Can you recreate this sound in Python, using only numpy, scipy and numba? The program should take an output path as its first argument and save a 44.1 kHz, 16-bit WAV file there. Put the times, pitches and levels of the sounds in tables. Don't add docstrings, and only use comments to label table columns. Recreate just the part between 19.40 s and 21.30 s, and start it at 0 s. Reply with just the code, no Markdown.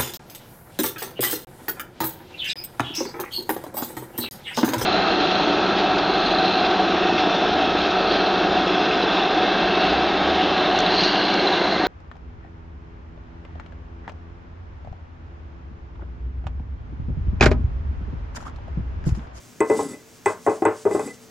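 import sys
import numpy as np
from scipy import signal
from scipy.fft import rfft, irfft
from scipy.io import wavfile
from scipy.ndimage import uniform_filter1d
from numba import njit

SR = 44100
rng = np.random.default_rng(int(sys.argv[2]) if len(sys.argv) > 2 else 0)


def decibels_to_gain(level_db):
    exponent = np.asarray(level_db, float) / 20
    return 10 ** exponent


def log_audio(samples):
    frames = np.atleast_2d(samples).T
    limited = np.clip(frames, -1, 1)
    pcm = np.round(limited * 32767).astype(np.int16)
    wavfile.write(sys.argv[1], SR, pcm)


N = 83790


def on_log(table, hz):
    f, v = np.array(table, float).T
    return np.interp(np.log(np.maximum(hz, 1)), np.log(f), v)


def unit(x):
    return x / np.sqrt(np.mean(x ** 2))


def coloured(table):
    white = rfft(rng.standard_normal(N))
    return unit(irfft(white * decibels_to_gain(on_log(table, np.fft.rfftfreq(N, 1 / SR))), N))


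def band(x, lo_hz, hi_hz):
    return signal.sosfilt(signal.butter(2, [lo_hz, hi_hz], "band", fs=SR, output="sos"), x)


def ring(x, hz, t60):
    pole = np.exp((2j * np.pi * hz - np.log(1000) / t60) / SR)
    return signal.lfilter([1], [1, -pole], x).imag


def walk(rate_hz):
    k = int(SR / rate_hz)
    return unit(uniform_filter1d(uniform_filter1d(rng.standard_normal(N), k), k))


@njit
def follow(x, attack, release):
    e, y = 0., np.empty(len(x))
    for i in range(len(x)):
        e += (x[i] - e) * (attack if x[i] > e else release)
        y[i] = e
    return y


# f/Hz, level/dB per Hz
AIR_SPECTRUM = [(30, -15), (100, 0.5), (250, 0.5), (600, -7), (4000, -17.5), (6500, -12.5), (9000, -22),
                (16000, -23.5)]
# f/Hz, level/dB
HUM = [(120, -59.5), (242, -56), (445, -59.5)]


def kitchen():
    floor_db, side_db = -51, -6.5
    t = np.arange(N) / SR
    hum = sum(decibels_to_gain(db + 2.5 * walk(12)) * np.sin(2 * np.pi * hz * t) for hz, db in HUM)
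    mid = decibels_to_gain(floor_db + walk(14) / 2) * coloured(AIR_SPECTRUM) + hum
    side = decibels_to_gain(floor_db + side_db) * band(coloured(AIR_SPECTRUM), 13, 5400)
    return mid, side


# t/s, length/s, level/dB
SMEARS = [
    (0.055, 0.19, -58.5),
    (0.688, 0.036, -59),
    (0.755, 0.037, -58),
    (0.899, 0.04, -43),
    (1.12, 0.11, -49),
    (1.397, 0.069, -48.5),
    (1.746, 0.02, -50.5),
    (1.831, 0.028, -56.5),
]
# f/Hz, level/dB per Hz
WET_SPECTRUM = [(700, -54), (1500, -2.5), (3000, -6), (4200, -6), (5000, -2.5), (7500, 0.5), (9500, -5.5),
                (14000, -25)]


def wet_hiss(press):
    scrape_db = 2.5
    t = np.arange(N) / SR
    smear = sum(decibels_to_gain(db) * np.exp(-(1.04 * (t - s) / length) ** 2) for s, length, db in SMEARS)
    return (decibels_to_gain(scrape_db) * press + smear) * decibels_to_gain(0.95 * walk(60)) * coloured(WET_SPECTRUM)


# t/s, strength level/dB, thud f/Hz, lasting ring level/dB, glass level/dB
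KNOCKS = [(.205, -12, 360, -6, -22), (0.212, -13, 918, -12, -48), (.262, -36, 327, -6, -42),
          (.299, -9.5, 385, -4.5, -27), (.313, -19.5, 394, -4, -38), (.39, -23.5, 470, 1.5, -45),
          (.508, -30, 280, -8.5, -45), (.534, -30.5, 263, -8.5, -42), (.859, -15, 821, -1, -18),
          (.869, -20, 320, -6, -45), (1.065, -12, 700, -9, -32), (1.072, -12.5, 402, 0, -63),
          (1.097, -21, 430, -4, -32), (1.221, -9.5, 333.6, -17, -40), (1.223, -13.5, 772, -18, -53),
          (1.252, -11.5, 843, -2, -22.5), (1.27, -13.5, 329, -7.5, -51), (1.453, -11.5, 396, -9, -40),
          (1.463, -13, 443, -8.5, -41), (1.511, -19, 405, -4.5, -34), (1.548, -12, 418, -7, -35.5),
          (1.577, -21, 320, -14.5, -52), (1.594, -22, 602, -5.5, -31), (1.675, -31, 482, -7.5, -37)]


def thuds():
    thud_t60_s = .06
    rattle_db, rattle_t60_s, rattle_oct = -3.5, .22, 1.005
    out, t = np.zeros(N + SR), np.arange(SR // 2) / SR
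    thud_decay = decibels_to_gain(-60 * t / thud_t60_s)
    for s, db, hz, ring_db, _ in KNOCKS:
        thud = np.sin(2 * np.pi * hz * t) * thud_decay
        noise = band(rng.standard_normal(len(t)), hz / 2 ** rattle_oct, hz * 2 ** rattle_oct)
        rattle = unit(band(noise, 193, 1544)) * decibels_to_gain(rattle_db + ring_db - 60 * t / rattle_t60_s)
        rattle *= np.minimum(t * hz * 2, 1)
        out[int(s * SR):][:len(t)] += decibels_to_gain(db) * (thud + rattle)
    return out[:N]


def pushes(mode_db):
    contact_cycles = .3
    t, force = np.arange(N) / SR, np.zeros(N)
    for (s, _, hz, *_), db in zip(KNOCKS, mode_db):
        i = int(s * SR)
        through = np.clip((t[i:i + 256] - s) * hz / contact_cycles, 0, 1)
        force[i:i + 256] += decibels_to_gain(db) * np.sin(np.pi * through) ** 2 * 2 * hz / (contact_cycles * SR)
    return force


# f/Hz, level/dB, t60/s
BODY = [(186, -26, 0.35), (227, -20.5, 0.18), (262, -15, 0.066), (315, -3, .15), (405, 2.5, 0.1),
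        (437.55, 2, 0.23), (596, -20, 0.4), (669, -14, 0.1), (810, -3, 0.082), (943, -2, 0.09),
        (1057.6, -4, 0.16), (1160, -6, 0.14), (1290, -20, 0.077), (1495, -21.5, 0.088)]


def body():
    off_pitch_db_per_oct, strike_spread_db = 4.5, 4
    boom_hz, boom_db, boom_rise_s, boom_t60_s = 104, -12.5, 0.011, 0.15
    rows = np.array(KNOCKS)
    blow_db, thud_hz = rows[:, 1] + rows[:, 3], rows[:, 2]
    place_db = strike_spread_db * rng.standard_normal((len(rows), len(BODY)))
    out = thuds()
    for k, (hz, db, t60) in enumerate(BODY):
        off_pitch_db = off_pitch_db_per_oct * np.abs(np.log2(hz / thud_hz))
        force = pushes(blow_db + place_db[:, k] - off_pitch_db)
        out += (-1) ** k * decibels_to_gain(db) * ring(force, hz, t60)
    out = signal.sosfilt(signal.butter(4, 178.2, "high", fs=SR, output="sos"), out)
    t = np.arange(SR // 2) / SR
    boom = np.sin(2 * np.pi * boom_hz * t) * decibels_to_gain(-60 * t / boom_t60_s)
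    boom *= 1 - np.exp(-(t / boom_rise_s) ** 2)
    return out + decibels_to_gain(boom_db) * signal.fftconvolve(pushes(blow_db), boom)[:N]


# f/Hz, level/dB, t60/s
GLASS = [(1420, -33, .2), (2018, -1.5, .15), (2380, -12, 0.062), (2533, -13.5, 0.17), (3510, -30, 0.11),
         (5140, -30, .03), (6270, -12, 0.023), (7140, -27, .04), (7763, -4, 0.033), (8010, -20, .25),
         (9290, -24, .08), (8580, -10.5, 0.053), (10970, -15, 0.013), (12300, -41, .05)]


def glass():
    tick_db, tick_s, tick_hz = -13, .002, 6000
    taps = np.zeros(N)
    for s, *_, db in KNOCKS:
        taps[int(s * SR)] = decibels_to_gain(db)
    wall = sum((-1) ** k * decibels_to_gain(db) * ring(taps, hz, t60) for k, (hz, db, t60) in enumerate(GLASS))
    tick_shape = signal.lfilter([1], [1, -np.exp(-1 / (tick_s * SR))], taps)
    tick_noise = unit(band(rng.standard_normal(N), tick_hz / 0.86, tick_hz * 1.17))
    return band(wall, 400, 8700) + decibels_to_gain(tick_db) * tick_shape * tick_noise


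# t/s, level/dB
FIRST_SCRAPE = [
    (.25, -61),
    (.27, -57.5),
    (.3, -51),
    (.354, -46),
    (.41, -42),
    (.47, -51),
    (.53, -52.5),
    (.55, -57.5),
    (.62, -69),
]
# t/s, level/dB
SECOND_SCRAPE = [
    (1.469, -66),
    (1.5, -58),
    (1.535, -47.5),
    (1.58, -49.5),
    (1.65, -48.5),
    (1.688, -52),
    (1.712, -54),
    (1.731, -75),
]


def grit():
    grain_db, flutter_db = 3.5, 2.5
    t, press = np.arange(N) / SR, np.zeros(N)
    for scrape in (FIRST_SCRAPE, SECOND_SCRAPE):
        times, levels = np.array(scrape).T
        press += decibels_to_gain(np.interp(t, times, levels, left=-200, right=-200))
    grains = unit(rng.standard_normal(N) * decibels_to_gain(grain_db * rng.exponential(size=N)))
    return press, grains * press * decibels_to_gain(flutter_db * walk(79))


SING_HZ = [255, 290, 400, 900, 1290, 2008, 3600, 4900, 6320, 7075, 7760, 8840, 10800, 11700]
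# level/dB, t60/s
SINGS = [(7, 0.059), (8.5, 0.11), (7, 0.052), (-7, 0.038), (0.5, 0.02), (-16, .05), (-12.5, 0.1),
         (-7, 0.034), (-30, 0.053), (-17, 0.041), (2.5, 0.052), (-4, 0.062), (-1.5, 0.022), (-16, .04)]


def sing(friction):
    sing_db = -22
    modes = sum(decibels_to_gain(sing_db + db) * ring(friction, hz, t60) for hz, (db, t60) in zip(SING_HZ, SINGS))
    return band(modes, 145, 13800)


def squeal(press):
    squeal_hz, squeal_db, waver_db = 2010, 4, 4.5
    phase = np.cumsum(2 * np.pi * squeal_hz * (1 + 0.0031 * walk(39)) / SR)
    return decibels_to_gain(squeal_db + waver_db * walk(40)) * uniform_filter1d(press, size=800) * np.sin(phase)


def room(x):
    room_db, t60_s, damp_hz, side_db = -15.5, 0.26, 3240, -17
    t = np.arange(SR // 2) / SR
    tails = rng.standard_normal((2, len(t)))
    low = band(tails, 105, damp_hz)
    tails = low + (tails - low) * np.exp(-t / 0.021)
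    tails *= decibels_to_gain(-60 * t / t60_s) * (t > .004)
    tails /= np.sqrt(np.sum(tails[0] ** 2))
    mid, side = decibels_to_gain(room_db) * signal.fftconvolve(x[None], tails, axes=1)[:, :N]
    return mid, decibels_to_gain(side_db) * side


# f/Hz, level/dB
BALANCE_DB = [(30, -5), (100, 2.1), (380, 2.4), (1300, 0.4), (2400, -1), (4400, -1.5), (8000, -0.5)]
# f/Hz, phase/rad
PORT_LEAD = [(30, 0.55), (250, 0.085), (700, -0.43), (2000, -0.61), (3000, -0.38), (6500, 0.57),
             (11000, -0.15)]


def scene():
    press, friction = grit()
    jar = body() + glass() + sing(friction) + squeal(press) + wet_hiss(press)
    wet, wet_side = room(jar)
    air, air_side = kitchen()
    hz = np.fft.rfftfreq(N, 1 / SR)
    half = decibels_to_gain(on_log(BALANCE_DB, hz) / 2) * np.exp(.5j * on_log(PORT_LEAD, hz))
    ports = irfft(rfft(jar + wet + air) * np.array([half, 1 / half]), N)
    return ports + (wet_side + air_side) * np.array([[1], [-1]])


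def band_limit(x):
    return signal.sosfilt(signal.butter(12, 17010, fs=SR, output="sos"), x)


def record(dry):
    limit_db, limit_ratio, attack_s, release_s = -8, 2.5, 0.0022, 0.02
    duck_db, duck_release_s = -1.5, 0.28
    top_hz = 15900
    level = follow(np.abs(dry).max(axis=0), 1 / (attack_s * SR), 1 / (release_s * SR))
    limiter = np.maximum(level / decibels_to_gain(limit_db), 1) ** (1 / limit_ratio - 1)
    loudness = np.minimum(level / decibels_to_gain(limit_db - 19.5), 1)
    ducker = decibels_to_gain(duck_db * (follow(loudness, 0.0056, 1 / (duck_release_s * SR)) - 1))
    held = .7 * np.tanh(dry * limiter * ducker / .7)
    top_cut = signal.ellip(10, .2, 70, top_hz, fs=SR, output="sos")
    return band_limit(signal.sosfilt(top_cut, held))


dry = scene()
out = record(dry)
log_audio(out)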